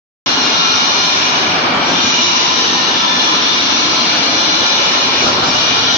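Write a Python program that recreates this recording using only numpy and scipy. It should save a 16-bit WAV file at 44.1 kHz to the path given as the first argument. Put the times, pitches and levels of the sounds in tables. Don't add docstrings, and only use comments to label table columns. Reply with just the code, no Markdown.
import sys
import numpy as np
from scipy import signal
from scipy.fft import rfft, irfft, next_fast_len
from scipy.io import wavfile
from scipy.ndimage import uniform_filter1d, map_coordinates

SR = 44100
rng = np.random.default_rng(int(sys.argv[2]) if len(sys.argv) > 2 else 0)


def digitize_waveform(pressure):
    field = np.atleast_2d(pressure).T
    bounded = np.clip(field, -1, 1)
    quanta = np.round(bounded * 32767).astype(np.int16)
    wavfile.write(sys.argv[1], SR, quanta)


N = 263277
TIME = np.arange(N) / SR

# f/Hz, correlation [-1 to 1]
FIRE_CORRELATION = [(60, 1), (250, 0.94), (450, 0.69), (800, 0.22), (1050, -0.1), (1600, -0.077),
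                    (3000, 0.21)]
# t/s, level/dB contributed at 6 kHz
HISS_TREBLE = [(.27, -0.5), (.6, 1.5), (1.24, .5), (1.4, -2), (1.52, -5), (1.66, -8.5), (1.79, -14.5),
               (1.88, -2), (1.97, -2.5), (2.07, 2.5), (2.7, 1), (3.05, -2), (3.25, 1), (3.55, -2), (3.8, 2),
               (4.22, -2), (4.45, 1), (5.15, -1.5), (5.27, 1), (5.38, -7), (5.47, -2), (5.56, 0.5),
               (5.85, -1.5), (5.96, 1.5)]


def flames():
    # f/Hz, relative level/dB per Hz
    roar_spectrum = [(20, -51), (40, -28), (60, -23), (100, -10), (150, -7.5), (210, -0.5), (260, -2),
                     (310, 3), (370, 1), (450, -2), (700, -15), (1500, -31), (4000, -63.5)]
    # f/Hz, relative level/dB per Hz
    tongue_spectrum = [(150, -32), (350, -6.5), (480, -3.5), (600, 0), (700, 1.5), (1000, 2.5), (1250, 1.5),
                       (1450, 1), (1700, -3.5), (2000, -7), (3500, -13), (7000, -53.5)]
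    roar_base_db, tongue_base_db = -29.5, -20
    growth_db_per_s = 0.07
    tongue_share = 0.55

    flare = flare_db()
    flicker_db = 0.67 * wobble(3.94) + 0.5 * wobble(12) + 0.5 * wobble(35)
    blaze_db = growth_db_per_s * TIME + flicker_db
    roar_db = roar_base_db + blaze_db + flare
    tongue_db = tongue_base_db + blaze_db + tongue_share * flare
    roar = turbulence(roar_spectrum, FIRE_CORRELATION, eddy_db=0.5, wall_db=3.0)
    tongues = turbulence(tongue_spectrum, FIRE_CORRELATION, eddy_db=0.15, wall_db=2.0)
    return amp(roar_db) * pan(0.67) * roar + amp(tongue_db) * pan(0.7) * tongues


def flare_db():
    # peak t/s, rise time/s, fall time/s, level/dB relative to the steady blaze
    flares = [(1.65, 0.42, 0.28, 3.6), (1.95, 0.24, 0.18, 4), (2.33, 0.12, 0.12, -1.5),
              (2.919, 0.25, 0.45, 2), (4.181, 0.074, 0.13, 2), (4.75, 0.4, .6, -1.5), (5.25, .03, 0.3, 0.5)]
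    total_db = np.zeros(N)
    for peak_s, rise_s, fall_s, level_db in flares:
        rising = 1 + (TIME - peak_s) / rise_s
        falling = 1 - (TIME - peak_s) / fall_s
        total_db += level_db * np.clip(np.minimum(rising, falling), 0, 1)
    return total_db


def puffs():
    # t/s, thump level/dB and flap level/dB before the burst envelope, decay constant/s
    pockets = [(1.735, -20, -32.5, .06), (1.885, -18.5, -21.5, 0.057), (2.04, -16, -27, .02),
               (5.216, -17, -15, 0.02), (5.237, -13, -7.5, .013), (5.263, -14, -6.5, .013),
               (5.283, -22, -9.5, 0.014), (5.34, -25, -18, 0.025), (5.378, -18, -17, 0.02),
               (5.422, -26, -9.5, .026), (5.47, -15.5, -14.5, .026), (5.54, -20, -15, 0.016)]
    # f/Hz, relative level/dB per Hz
    thump_spectrum = [(25, -21.5), (70, -18), (120, -6.5), (260, 3), (450, -8), (900, -24)]
    # f/Hz, relative level/dB per Hz
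    flap_spectrum = [(250, -20.5), (480, -2.5), (750, -2.5), (1250, -0.5), (1800, -20.5), (4000, -26)]
    attack_s = 0.005

    thump_gain, flap_gain = np.zeros((2, N))
    for start_s, thump_db, flap_db, decay_s in pockets:
        age = np.maximum(TIME - start_s, 0)
        burst = (1 - np.exp(-age / attack_s)) * np.exp(-age / decay_s)
        thump_gain += amp(thump_db) * burst
        flap_gain += amp(flap_db) * burst
    thump = turbulence(thump_spectrum, FIRE_CORRELATION, eddy_db=0.5, wall_db=0.0)
    flap = turbulence(flap_spectrum, FIRE_CORRELATION, eddy_db=1.0, wall_db=5.0)
    return thump_gain * thump + flap_gain * flap


def draught():
    # f/Hz, relative level/dB per Hz
    rush_spectrum = [(600, -31.5), (1700, -6.5), (2000, -10), (2350, -2.5), (2680, -7.5), (2850, -2.5),
                     (3700, -0.1), (4300, -2), (4650, -4.5), (5250, -6), (5650, -2), (6200, -6.5),
                     (6500, -16), (7400, -28.5)]
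    # f/Hz, correlation [-1 to 1]
    rush_correlation = [(500, 0.89), (1050, -0.33), (1700, -0.49), (2400, 0.12), (3400, -0.28),
                        (4050, 0.031), (4800, -0.13), (6100, 0.05)]
    base_db = -15.5
    tilt = 0.03

    treble_db = np.interp(TIME, *np.transpose(HISS_TREBLE))
    air = shaded(turbulence(rush_spectrum, rush_correlation, eddy_db=1.1, wall_db=3.5))
    level_db = base_db - tilt * treble_db + 0.29 * wobble(7.8)
    return amp(level_db) * pan(1.9) * air


def shade_db(hz, s):
    # t/s, level/dB contributed at 3.75 kHz
    upper_level = [(1.1, -.3), (1.35, -1.2), (1.55, -2.8), (1.77, -5), (1.9, -3.2), (2, -.5), (2.8, .3),
                   (5.26, 0.5), (5.33, -2), (5.45, 0)]
    # t/s, level/dB contributed at 2.4 kHz
    middle_level = [(.27, -1.5), (1.25, 2), (1.8, -0.5), (2.15, 2), (2.7, -0.5), (3.7, 1), (5.15, 1.5),
                    (5.21, 5), (5.26, -0.5), (5.45, -2), (5.56, 0.5)]
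    treble_share = np.minimum((hz / 6000) ** 3.9, 1.1)
    upper_share = np.exp(-((hz - 3750) / 900) ** 2)
    middle_share = np.exp(-((hz - 2400) / 850) ** 2)
    treble_db = treble_share * np.interp(s, *np.transpose(HISS_TREBLE))
    upper_db = upper_share * np.interp(s, *np.transpose(upper_level))
    middle_db = middle_share * np.interp(s, *np.transpose(middle_level))
    return treble_db + upper_db + middle_db


def shaded(x):
    hz, s, z = signal.stft(x, SR, nperseg=512)
    return signal.istft(z * amp(shade_db(hz[:, None], s)), SR, nperseg=512)[1][:, :N]


def cavity():
    # f/Hz, width/Hz, rms level/dB before drive and common gain,
    # left-over-right level/dB
    modes = [(174, 20, -40.5, 0), (248, 16, -35, 1), (285, 75, -32.5, 0), (874, 22, -39, 3),
             (1014, 15, -33.5, 2), (1092, 14, -39, -1), (1326, 9, -35.5, 0), (1400, 30, -36, 2),
             (1744, 26, -40, 1), (2310, 60, -35, 1), (2418, 16, -35.5, 3), (2810, 30, -36, -2),
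             (2890, 32, -32.5, -3), (2970, 30, -38, 0), (3385, 50, -35, 4), (3569, 26, -33, 4),
             (3728, 20, -37, 4), (3846, 26, -34, 2), (4070, 40, -33, 3), (4128, 32, -32.5, 4),
             (4270, 180, -31, 3), (4778, 20, -41, 2), (5044, 12, -39.5, 4), (5550, 70, -37, 3),
             (5720, 140, -32.5, 3)]
    flare_loss = 0.76
    common_gain_db = 1.16

    flare = flare_db()
    out = np.zeros((2, N))
    for hz, width_hz, level_db, side_db in modes:
        low = np.exp(-(hz / 600) ** 2)
        swell_db = 1.4 * (flare - 0.6) * low
        loss_db = flare_loss * np.maximum(flare, 0) * (1 - low)
        drive_db = swell_db - loss_db + shade_db(hz, TIME) + 1.5 * wobble(2.496)
        out += amp(level_db + drive_db) * pan(side_db) * resonance(hz, width_hz, FIRE_CORRELATION)
    return amp(common_gain_db) * out


def whistles():
    # centre t/s, length/s, f/Hz at the centre, glide [share of f per s],
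    # rms level/dB at full swell, left-over-right level/dB
    notes = [(0.33, 0.22, 2895, -0.02, -26.0, -4), (0.52, 0.3, 3730, 0.0, -27.5, 8),
             (0.55, 0.6, 2802, -0.01, -27.5, -4), (0.6, 0.8, 5535, 0.0, -29.5, 7),
             (0.65, 0.2, 1360, 0.0, -27.5, 7), (0.7, 0.45, 1325, 0.0, -26.5, 0), (0.7, 1, 1013, 0, -31, 6),
             (0.7, 1.1, 4135, 0.0, -26.0, 1), (0.75, 0.9, 1400, 0.0, -30.5, 4),
             (0.75, 1.1, 1090, 0.0, -27.5, -3), (0.9, 1.0, 2420, 0.0, -29.5, 1),
             (0.97, 0.25, 4200, 0.0, -26.5, 8), (1.65, 0.5, 2315, -0.02, -29.0, -3),
             (1.9, 0.25, 3175, -0.02, -27.5, 6), (1.95, 0.35, 872, 0.0, -28.5, 6),
             (1.98, 0.25, 1595, 0.0, -28.5, -1), (2.02, 0.2, 3585, 0.0, -26.0, 5),
             (2.17, 0.25, 2385, -0.08, -27.5, 3), (2.3, 0.45, 2925, -0.02, -28.0, -4),
             (2.35, 0.5, 962, -0.05, -27.0, 3), (2.35, 0.55, 2865, -0.04, -27.0, -6),
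             (2.38, 0.5, 1025, -0.02, -24.5, 5), (2.5, 0.6, 5700, 0.0, -28.0, 4),
             (2.5, 0.8, 3848, 0.0, -29.0, 1), (2.7, 0.35, 2975, 0.0, -28.0, 0),
             (2.72, 0.2, 985, -0.12, -28.5, 0), (2.72, 0.3, 1808, -0.03, -30.0, 2),
             (3.15, 0.3, 4150, 0.0, -29.5, 5), (3.15, 0.45, 3485, -0.04, -27.5, 2),
             (3.15, 0.45, 3550, -0.035, -27.0, 4), (3.18, 0.6, 1030, -0.02, -24.0, 2),
             (3.2, 0.25, 5690, 0.0, -28.0, 0), (3.2, 0.65, 958, -0.05, -28.5, -1),
             (3.25, 0.75, 1742, -0.05, -30.0, 0), (3.28, 0.2, 3385, 0.0, -26.5, 5),
             (3.32, 0.35, 4085, -0.04, -25.5, 1), (3.4, 0.3, 1203, 0.0, -30.5, -6),
             (3.6, 0.4, 3572, 0.0, -26.0, 7), (3.68, 0.3, 5635, 0.0, -30.0, 8),
             (3.9, 0.3, 1058, 0.0, -28.5, 4), (4.3, 0.2, 4150, 0.0, -28.5, 8),
             (4.4, 1.4, 4855, 0.0, -31.5, 3), (4.53, 0.2, 4055, 0.0, -27.0, 8),
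             (4.55, 0.55, 1400, 0.0, -29.0, -2), (4.8, 0.9, 1038, 0.02, -28.0, 3),
             (4.95, 0.3, 4125, 0.0, -28.5, 8), (5.55, 0.2, 5510, 0.0, -27.5, 3),
             (5.62, 0.3, 5775, 0.0, -28.5, 0), (5.7, 0.35, 1098, 0.0, -30.0, 2),
             (5.7, 0.5, 2868, 0.0, -28.0, -5), (5.72, 0.35, 2418, 0.0, -28.5, 8),
             (5.78, 0.35, 1030, 0.0, -29.0, -2), (5.88, 0.25, 4055, 0.0, -27.0, 8),
             (5.92, 0.25, 1400, 0.0, -29.5, 8)]
    # f/Hz, correlation [-1 to 1]
    note_correlation = [(870, 0), (960, -.35), (1030, -.6), (1350, -.5), (1750, .1), (2900, .1), (3500, 0),
                        (4100, .3), (5700, .1)]

    out = np.zeros((2, N))
    for centre_s, length_s, hz, glide, level_db, side_db in notes:
        near = np.abs(TIME - centre_s) < length_s
        age = TIME[near] - centre_s
        swell = np.exp(-(2 * age / length_s) ** 4)
        tone = np.exp(2j * np.pi * hz * (age + glide * age ** 2 / 2))
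        knots_per_s = 20 + 0.001 * hz
        position = (age + length_s) * knots_per_s
        flutter = rng.standard_normal((2, 256)) + 1j * rng.standard_normal((2, 256))
        parts = []
        for knots in flutter:
            modulation = np.interp(position, np.arange(len(knots)), knots)
            parts.append(unit(swell * np.real(tone * modulation)))
        angle = stereo_angle(note_correlation, hz)
        pair = mid_side(np.cos(angle) * parts[0], np.sin(angle) * parts[1])
        out[:, near] += amp(level_db) * pan(side_db) * pair * np.sqrt(np.mean(swell ** 2))
    return out


def rumble():
    # f/Hz, relative level/dB per Hz
    rumble_spectrum = [(25, -32.5), (70, -7), (110, 3), (200, -6.5), (500, -51)]
    base_db, gain_db = -42.5, 8
    start_s, rise_s = 4.9, 0.45
    swell = np.clip((TIME - start_s) / rise_s, 0, 1)
    noise = turbulence(rumble_spectrum, FIRE_CORRELATION, eddy_db=1.0, wall_db=-0.5)
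    return amp(base_db + gain_db * swell) * noise


def turbulence(spectrum, correlation, eddy_db, wall_db):
    pair = patchy(rng.standard_normal((2, N)), eddy_db, size=512, size_hz=9, size_time=8)
    pair = patchy(pair, wall_db, size=2048, size_hz=2, size_time=24)

    def response(hz):
        angle = stereo_angle(correlation, hz)
        return amp(along(spectrum, hz)) * [np.cos(angle), np.sin(angle)]

    mid, side = filtered(pair, response)
    return unit(mid_side(mid, side))


def patchy(x, depth_db, size, size_hz, size_time):
    z = signal.stft(x, nperseg=size)[2]
    field = uniform_filter1d(rng.standard_normal(z.shape), size_hz, axis=-2)
    field = uniform_filter1d(field, size_time, axis=-1)
    return signal.istft(z * amp(depth_db * unit(field)), nperseg=size)[1][:, :N]


def resonance(centre_hz, width_hz, correlation):
    m = next_fast_len(N, True)
    bins = m // 4
    hz = np.fft.rfftfreq(m, 1 / SR)[:bins]
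    phase = np.exp(2j * np.pi * rng.random((2, bins)))
    drive = rng.standard_normal((2, bins)) * phase
    offset_hz = hz - centre_hz
    near = np.abs(offset_hz) < 400
    shape = near / (1 + 2 * (offset_hz / (np.abs(width_hz) + 1)) ** 2)
    mid, side = irfft(drive * shape, m)[:, :N]
    angle = stereo_angle(correlation, centre_hz)
    return unit(mid_side(np.cos(angle) * mid, np.sin(angle) * side))


def stereo_angle(correlation, hz):
    return np.arccos(np.clip(along(correlation, hz), -1, 1)) / 2


def mid_side(mid, side):
    return np.array([mid + side, mid - side])


def amp(db):
    return 10 ** (np.asarray(db) / 20)


def unit(x):
    return x / np.sqrt(np.mean(x ** 2) + 1e-20)


def pan(db):
    return amp([[db / 2], [-db / 2]])


def along(points, hz):
    f, value = np.transpose(points)
    return np.interp(np.log(hz + 1), np.log(f + 1), value)


def wobble(rate):
    knots = rng.standard_normal(int(N * rate / SR) + 4)
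    return map_coordinates(knots, [TIME * rate], order=2)


def filtered(x, response):
    m = next_fast_len(N + SR // 4, True)
    return irfft(rfft(x, m) * response(np.fft.rfftfreq(m, 1 / SR)), m)[..., :N]


def low_pass(x, edge_hz):
    return filtered(x, lambda hz: 1 / np.sqrt(1 + (hz / edge_hz) ** 160))


def gain_control(x, window_s, ratio):
    window = max(int(window_s * SR), 1)
    power = np.abs(uniform_filter1d(np.mean(x ** 2, axis=0), window)) + 1e-9
    return x * (power / np.median(power)) ** (-np.clip(ratio, 0, 1) / 2)


def scene():
    return flames() + puffs() + draught() + cavity() + whistles() + rumble()


def record(dry):
    # f/Hz before mirroring, image level/dB relative to source
    image_level = [(1000, -48.5), (2400, -60), (4100, -44), (5700, -58.5)]
    start_s, fade_s = 0.2605, 0.001
    sampling_hz, top_hz, sheen_top_hz = 16000, 7350, 15400

    even = gain_control(dry, window_s=0.08, ratio=0.3)
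    rounded = even / (1 + np.abs(even / 0.8) ** 8) ** (1 / 8)
    opened = np.clip((TIME - start_s) / fade_s, 0, 1)
    narrow = low_pass(rounded * opened, top_hz)
    leak = filtered(narrow, lambda hz: amp(along(image_level, hz)))
    sheen = 2 * np.cos(2 * np.pi * sampling_hz * TIME) * leak
    return low_pass(narrow + sheen, sheen_top_hz)


dry = scene()
out = record(dry)
digitize_waveform(out)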